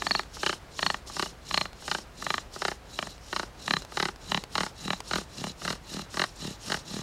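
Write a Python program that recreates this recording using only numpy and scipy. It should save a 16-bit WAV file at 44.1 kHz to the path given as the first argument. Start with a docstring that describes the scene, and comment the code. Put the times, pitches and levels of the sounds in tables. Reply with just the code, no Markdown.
"""Outdoors on leafy ground, the microphone close to a bow drill on a fireboard; the strokes get faster.
The spindle hisses in its socket and, at speed, catches about once a turn: each catch knocks the board
and, while the wood is still cool, squeaks as it slips free. Later the catches soften into low thuds.
Bow and cord tick and scrape now and then; behind it all lie distant rumble and soft air."""
import sys
import numpy as np
from scipy import signal
from scipy.fft import rfft, irfft, next_fast_len
from scipy.io import wavfile
from scipy.ndimage import map_coordinates

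SR = 44100
rng = np.random.default_rng(int(sys.argv[2]) if len(sys.argv) > 2 else 0)


def bounce(signal):
    """Save signal as a 16-bit WAV file at the path given by the first command-line argument."""
    frames = np.transpose(np.atleast_2d(signal))
    limited = np.clip(frames, -1, 1)
    pcm = np.round(limited * 32767).astype(np.int16)
    wavfile.write(sys.argv[1], SR, pcm)


N = 309582
TIME = np.arange(N) / SR

# Bow strokes, push and pull in turn. Each row: start, top speed and end in seconds, hiss in relative dB,
# number of catches, one spindle turn in seconds, slowing per turn as a share, hardest catch in turns
# after top speed, its knock in relative dB, fall of the other knocks in dB per turn squared.
BOW_STROKES = [(-.12, 0.1094, 0.28, -43.5, 5, 0.041, -0.0099, 0.33, -24.5, 1.0),
               (.23, 0.4784, 0.61, -42.5, 4, 0.031, .024, -0.36, -24, 2.5),
               (0.688, .8640, 1.02, -43, 5, 0.036, 0.026, 0.023, -23.5, 1.64),
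               (1.034, 1.21, 1.357, -41.5, 4, 0.03, 0.042, -0.13, -26, 4.5),
               (1.383, 1.5757, 1.697, -43, 5, .0342, 0.055, -0.18, -23.5, 2.5),
               (1.69, 1.9312, 2.07, -43.5, 4, 0.034, 0.012, -0.28, -25, 5.0),
               (2.105, 2.304, 2.47, -44.7, 5, 0.037, -0.011, 0.37, -25, 1.9),
               (2.417, 2.6664, 2.794, -45.5, 4, 0.031, 0.016, -.4, -25.6, 2.5),
               (2.83, 3.0265, 3.194, -47.5, 3, 0.04, 0.091, -1.66, -27, 1.8),
               (3.08, 3.3791, 3.51, -46.5, 4, 0.033, 0.0032, -0.38, -27, 2.4),
               (3.543, 3.7227, 3.86, -44.4, 4, .0283, 0.0098, -0.002, -23.5, 2.25),
               (3.81, 4.0264, 4.156, -44, 5, 0.027, .022, -0.77, -25, 0.94),
               (4.137, 4.346, 4.455, -45, 3, .0276, .033, -0.27, -24.5, 3.5),
               (4.483, 4.6060, 4.741, -42.5, 5, 0.026, 0.028, -1.2, -25.5, 1.0),
               (4.708, 4.892, 5.03, -46.3, 4, 0.025, 0.024, 0.72, -26.3, 6),
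               (5, 5.1573, 5.276, -41.5, 5, .0239, .046, -.8, -26.5, 2.5),
               (5.223, 5.4408, 5.55, -44, 5, 0.027, 0.0063, 0.22, -32.5, 13),
               (5.524, 5.691, 5.8, -42, 6, 0.025, -0.032, -0.27, -29, 2.5),
               (5.784, 5.9675, 6.071, -45, 5, 0.025, .005, 0.76, -38.5, 8),
               (6.083, 6.1954, 6.37, -43.5, 5, 0.023, -0.052, 0.85, -24, 2.0),
               (6.324, 6.4623, 6.59, -44.5, 4, 0.027, .03, -.1, -49.5, 4),
               (6.56, 6.7200, 6.85, -40.5, 5, 0.021, 0.073, 0.24, -26, 5.5),
               (6.816, 6.9648, 7.09, -44.5, 5, .025, -.031, 0.16, -45.5, 1.2)]
# Modes of board and spindle; push and pull bear on opposite walls of the socket.
# Each row: frequency in Hz, width in Hz, gain on the push in dB, gain on the pull in dB.
WOOD_MODES = [(365.4, 148, -6, 0.5), (636, 235, -3, -4.5), (847, 218, 0, 1), (1208, 377, 3.5, 2.5),
              (1528, 220, -14.5, 0.5), (1782, 440, 3.5, -2.5), (2194, 600, -23, -9), (2300, 280, -2.5, -6),
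              (2956, 600, -0.5, -4.5), (3250, 590, -4.5, -28), (4080, 1050, -5, -5.5),
              (5214, 290, -9.5, -13.5), (5820, 1870, -16.5, -19)]
# The board's low sounds grow once the drilling is harder.
# Each row: time in seconds, thud in relative dB, drone in relative dB.
BOARD_LOWS = [(0, -38, -54), (1.6, -38.5, -68), (2.6, -40.5, -55), (3.35, -41, -61), (3.7, -32, -52),
              (4.3, -32.5, -44), (5, -31.5, -48), (5.8, -35, -45.5), (7, -33, -44)]
# Spectrum of the friction on a pull. Each row: frequency in Hz, gain in dB.
PULL_SPECTRUM = [(300, -1), (800, -12), (1500, -23.5), (2300, -12), (2900, -6), (3500, -3), (4400, -1.5),
                 (5200, 1), (7000, -4.5), (9500, -11.5), (12000, -17), (16000, -32)]


def undb(db):
    """Decibels to gain."""
    return 10 ** (np.asarray(db) / 20)


def rms(x):
    """Root mean square level."""
    return np.sqrt(np.mean(x ** 2) + 1e-20)


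def unit(x):
    """Scale to rms 1."""
    return x / rms(x)


def add(track, start, sound):
    """Mix a sound into a track at a time in seconds."""
    i = max(int(start * SR), 0)
    track[i:i + len(sound)] += sound[:max(N - i, 0)]


def colour(x, points):
    """Filter by a spectrum of (Hz, dB) points."""
    hz, db = np.transpose(points)
    size = next_fast_len(len(x))
    bins_hz = np.arange(size // 2 + 1) * SR / size
    gain = undb(np.interp(np.log(bins_hz + 1), np.log(hz), db))
    return irfft(rfft(x, size) * gain, size)[:len(x)]


def resonate(x, hz, width_hz):
    """A resonance applied twice: it swells for a moment, then rings down."""
    section = np.concatenate(signal.iirpeak(hz, hz / width_hz, fs=SR))
    return signal.sosfilt([section, section], x)


def wander(rate_hz):
    """Smooth random wander with a spread of 1."""
    knots = rng.standard_normal(N // 20)
    return unit(map_coordinates(knots, [TIME * rate_hz], order=1))


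def grit(count, spread_db):
    """Noise of countless tiny slips of unequal size."""
    return unit(rng.standard_normal(count) * undb(spread_db * rng.standard_normal(count)))


def outdoor_air(level_db=-48, waver_db=0.63):
    """Distant rumble and soft air, well behind the drill."""
    # Spectrum of the background. Each row: frequency in Hz, gain in dB.
    air_spectrum = [(15, -20), (35, -5.5), (58, 2), (85, -7), (130, -7.5), (250, -16), (500, -15),
                    (900, -17.5), (1500, -21), (2600, -26.5), (5000, -31), (9000, -39), (16000, -47.5)]
    return undb(level_db + waver_db * wander(27)) * unit(colour(rng.standard_normal(N), air_spectrum))


def catches(stretch=.014, hard_db=-24, dulling=0.67, thud_fall_db=2.42):
    """The tip catches once a turn near top speed, softer and duller away from the hardest catch.
    Yields time in seconds, stroke number, then knock, brightness and thud in relative dB."""
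    # Light early catches as the cord grips on a pull. Each row: time in seconds, knock in relative dB.
    cord_grabs = [(0.3685, -42.5), (1.098, -42), (1.8225, -47.5), (2.5612, -38.5), (3.921, -43)]
    times, thud_levels, _ = np.transpose(BOARD_LOWS)
    for stroke, (_, top, _, _, count, turn_s, slowing, hardest, db, fall_db) in enumerate(BOW_STROKES):
        bright_db, rock_db = (5.5, -1.5) if stroke % 2 else (-2, 0)  # a pull is brighter and rocks less
        for turn in np.arange(count) - (count - 1) / 2:
            time = top + turn_s * turn * (1 + slowing * turn + stretch * turn ** 2)
            knock_db = db - fall_db * (turn - hardest) ** 2
            thud_db = np.interp(top, times, thud_levels) + rock_db - thud_fall_db * turn ** 2
            yield time, stroke, knock_db, bright_db - dulling * (hard_db - knock_db), thud_db
    for time, knock_db in cord_grabs:
        stroke = sum(row[0] < time for row in BOW_STROKES) - 1
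        yield time, stroke, knock_db, -6, knock_db - 12  # dull, with little thud


def near_catches(width_s, lead_s):
    """A smooth bump lead_s ahead of each catch."""
    bumps, t = np.zeros(N), TIME[:SR // 20] - 1 / 40
    for start, *_ in catches():
        add(bumps, start - lead_s + t[0], np.exp(-(t / width_s) ** 2))
    return bumps


def tip_pressure(swell_db=3, sag_db=-2.0):
    """The lopsided tip bears hardest at each catch and lifts a little after it."""
    swell = near_catches(width_s=0.0031, lead_s=0.00037)
    sag = near_catches(width_s=0.0053, lead_s=-0.012)
    return undb(swell_db * swell + sag_db * sag)


def fibre_rasp(spectrum, grit_db=4, flicker_db=1.94):
    """Fibre noise whose bands flare up on their own as different spots of the tip touch."""
    noise, out = colour(grit(N, grit_db), spectrum), 0
    edges_hz = [100, 2400, 3400, 4600, 6100, 7600, 10000, 17000]
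    for band in zip(edges_hz, edges_hz[1:]):
        part = signal.sosfiltfilt(signal.butter(3, band, "band", fs=SR, output="sos"), noise)
        out = out + part * undb(flicker_db * wander(130))
    return unit(out)


def ground_bounce(x, lag_s=.000722):
    """The reflection off the ground reaches the microphone a moment later and ripples the treble."""
    return x + .2 * np.roll(x, round(lag_s * SR))


def whistle(pulse_db=6, flicker_db=3):
    """On the push the spindle is on the verge of squeaking: its modes flare up once a turn."""
    upper = unit(resonate(rng.standard_normal(N), hz=3990, width_hz=300))
    lower = unit(resonate(rng.standard_normal(N), hz=2830, width_hz=330))
    flare = undb(pulse_db * near_catches(width_s=0.0024, lead_s=0.0026) + flicker_db * wander(83))
    return (upper + undb(-7) * lower) * flare


def board(force, pushing, bright_db=0, detune=np.ones(len(WOOD_MODES))):
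    """A force rings the wood's modes; neighbours move in opposite senses at the socket."""
    out = 0
    for k, (hz, width_hz, push_db, pull_db) in enumerate(WOOD_MODES):
        db = (push_db if pushing else pull_db) + bright_db * np.tanh(np.log2(hz / 2300))
        out = out + (-1) ** k * undb(db) * resonate(force, hz * detune[k], width_hz)
    return out


def rubbing(pushing, hiss_db, judder_db, scrape_db, flutter_db, speed_power):
    """All strokes of one direction: hiss follows the spindle's speed, the drone speed and pressure."""
    # Spectrum of the friction on a push. Each row: frequency in Hz, gain in dB.
    push_spectrum = [(300, 2), (700, -12), (1500, -17), (2300, -9.5), (2850, -22), (3400, -1.5),
                     (3950, -5.5), (4500, -2.5), (5200, -2), (6000, -3.5), (7000, -4.5), (9000, -13.5),
                     (12000, -18), (16000, -34)]
    hiss_gain, drone_gain = np.zeros(N), np.zeros(N)
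    times, _, drone_levels = np.transpose(BOARD_LOWS)
    for start, top, end, db, *_ in BOW_STROKES[0 if pushing else 1::2]:
        peak_s = top - 0.0051  # the rubbing peaks just ahead of the middle of the catches
        skew = np.log(.5) / np.log((peak_s - start) / (end - start))
        during = (TIME > start) & (TIME < end)
        progress = (TIME[during] - start) / (end - start)
        speed = np.abs(np.sin(np.pi * progress ** skew))
        hiss_gain[during] += undb(db) * speed ** speed_power
        drone_gain[during] += undb(np.interp(top, times, drone_levels)) * speed ** (speed_power + 1.5)
    contact = tip_pressure() * undb(flutter_db * wander(110))
    hiss = ground_bounce(fibre_rasp(push_spectrum if pushing else PULL_SPECTRUM))
    if pushing:
        hiss = hiss + undb(-7) * whistle()
    scrape = unit(board(grit(N, spread_db=4.9), pushing))
    judder = unit(resonate(grit(N, spread_db=9.6), hz=164, width_hz=74))
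    drone = undb(judder_db) * judder + undb(scrape_db) * scrape
    return contact * (undb(hiss_db) * hiss_gain * hiss + drone_gain * drone)


def disperse(x, lag_s):
    """Bending waves in wood: highs arrive first; lag_s scales how far the lows trail."""
    khz = np.arange(len(x) + 1) * SR / (2 * len(x)) / 1000
    phase = 2 * np.pi * lag_s * 1000 * (2 * np.sqrt(khz) - khz / 2)
    return irfft(rfft(x, 2 * len(x)) * np.exp(-1j * phase))[:len(x)]


def knocks(tilt=0.7, rebound=0.4, rebound_s=.0052):
    """Each catch is one hard slip and a dying chatter of small ones; a pull adds one rebound."""
    out, t = np.zeros(N), TIME[:SR // 16]
    # the same bumps of the socket come round on every turn of a stroke
    bumps = rng.standard_normal((len(BOW_STROKES), len(t)))
    for start, stroke, db, bright_db, _ in catches():
        pushing = stroke % 2 == 0
        chatter, fade_s, lag_s = (0.54, 0.0029, 0.00055) if pushing else (0.9, 0.0044, 0.00109)
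        slips = .7 * bumps[stroke] + .7 * rng.standard_normal(len(t))
        detune = 1 + .007 * rng.standard_normal(len(WOOD_MODES))
        force = chatter * slips * np.exp(-t / fade_s) / np.sqrt(fade_s * SR / 2)
        force[0] += 1  # the hard slip
        if not pushing:
            force[int(rebound_s * SR * undb(rng.standard_normal()))] += rebound
        force = np.roll(force, SR // 2000)  # room for the highs to arrive early
        knock = disperse(board(force, pushing, tilt * bright_db, detune), lag_s)
        add(out, start - .0008, undb(db) * knock / rms(knock[:SR // 125]))  # level set on the first 8 ms
    return out


def thuds(jolt_s=0.0043, lag_s=0.00296):
    """Every catch also rocks the board on the soft soil."""
    out, t = np.zeros(N), TIME[:SR // 10]
    jolt = np.exp(-t / jolt_s)
    for start, *_, db in catches():
        seating = 1 + .04 * rng.standard_normal(2)
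        rock = resonate(jolt, hz=179 * seating[0], width_hz=76)
        clunk = resonate(jolt, hz=400 * seating[1], width_hz=400)
        thud = rock - undb(-5) * clunk
        add(out, start + lag_s, undb(db) * thud / rms(thud[:SR // 50]))
    return out


def squeaks(span_s=0.0335, fall_db=5, growth=1.22, glide=0.0081, scatter=0.0031, jitter=0.074):
    """The slip locks on to a spindle mode, swells, sags a little in pitch and leaves a thin ring."""
    # Spells in which the catches squeak. Each row: loudest moment in seconds, pitch in Hz,
    # peak in relative dB, squeak length at that moment in seconds, lag after the catch in seconds.
    spells = [(.115, 4380, -13, .014, .001), (.466, 3060, -19, 0.0046, 0.0091),
              (.856, 4320, -17, .012, -0.001), (1.225, 2890, -28, .01, 0.00093),
              (1.571, 4213, -13, .008, 0), (2.312, 4070, -22, 0.0089, -0.0017),
              (3.729, 4080, -15.5, 0.0056, -.0015), (4.338, 3980, -20, 0.0094, -0.003),
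              (4.905, 3956, -24, 0.0082, -0.0016)]
    out, t = np.zeros(N), TIME[:SR // 4]
    ring = undb(-22) * np.exp(-t / 0.01) + undb(-37) * np.exp(-t / 0.1)
    for start, *_ in catches():
        loudest, hz, db, length_s, lag_s = min(spells, key=lambda row: abs(row[0] - start))
        spans = (start - loudest) / span_s
        if abs(spans) < 2.6:
            length_s *= growth ** spans  # later squeaks of a spell last longer
            progress = np.minimum(t / max(length_s, .002), 1)
            envelope = np.sin(np.pi * progress) ** 2 + progress * ring
            pitch = hz * (1 + scatter * rng.standard_normal())
            bend = 1 + glide * (.5 - progress) + jitter * rng.standard_normal(len(t))
            tone = np.sin(2 * np.pi * np.cumsum(pitch * bend) / SR)
            add(out, start + lag_s, undb(db - fall_db * abs(spans) ** 1.68) * envelope * tone)
    return out


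def bow_ticks(fade_s=0.0022):
    """Short dry snaps of the bow and its cord as the bow turns round."""
    # The snaps. Each row: start in seconds, level in relative dB.
    snaps = [(.233, -44), (1.731, -47), (3.18, -48), (3.821, -41.5), (3.849, -41), (4.16, -45.5),
             (4.438, -35.5), (5.004, -33.5)]
    # Spectrum of a snap. Each row: frequency in Hz, gain in dB.
    snap_spectrum = [(150, 4), (700, 9), (1800, -0.5), (4500, 2), (8000, -9), (13000, -21), (16000, -27)]
    out, t = np.zeros(N), TIME[:SR // 30]
    for start, db in snaps:
        snap = unit(colour(rng.standard_normal(len(t)), snap_spectrum))
        add(out, start, undb(db) * snap * np.exp(-t / fade_s))
    return out


def cord_scrapes():
    """Brief gritty hiss of the cord tightening on the spindle."""
    # Pulls taking up the slack. Each row: start in seconds, level at the crest in dB, length in seconds.
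    tightenings = [(0.317, -45, 0.068), (1.052, -44, 0.064), (1.8, -63, .05), (2.51, -44, 0.082)]
    out = np.zeros(N)
    for start, db, length_s in tightenings:
        count = int(length_s * SR)
        hiss = unit(colour(grit(count, spread_db=8.2), PULL_SPECTRUM))
        add(out, start, undb(db) * np.hanning(count) * hiss)
    return out


def surroundings(x, wet_db=-27.5, rise_s=0.0014, fade_s=0.023, dull_hz=2600):
    """Ground, boot and trees scatter a faint dull tail back to the microphone."""
    t = TIME[:SR // 3]
    tail = signal.sosfilt(signal.butter(1, dull_hz, fs=SR, output="sos"), rng.standard_normal(len(t)))
    tail = tail * np.exp(-t / fade_s) * (1 - np.exp(-t / rise_s))
    return x + undb(wet_db) * signal.fftconvolve(x, tail / np.linalg.norm(tail))[:N]


def scene():
    """In mono: push and pull strokes with their catches close by, quiet open air behind."""
    push = rubbing(pushing=True, hiss_db=2.2, judder_db=-1.5, scrape_db=-3,
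                   flutter_db=1.77, speed_power=1.5)
    pull = rubbing(pushing=False, hiss_db=2.5, judder_db=-1, scrape_db=-1,
                   flutter_db=0.64, speed_power=1.99)
    catching = undb(2.5) * knocks() + undb(-1.5) * thuds() + undb(-3.5) * squeaks()
    drill = push + pull + catching + cord_scrapes() + undb(7.5) * bow_ticks()
    return (surroundings(drill) + outdoor_air())[None]


def record(dry, top_hz=15800):
    """The camera cuts the top off steeply."""
    return signal.sosfilt(signal.ellip(10, .2, 70, top_hz, fs=SR, output="sos"), dry)


dry = scene()
out = record(dry)
bounce(out)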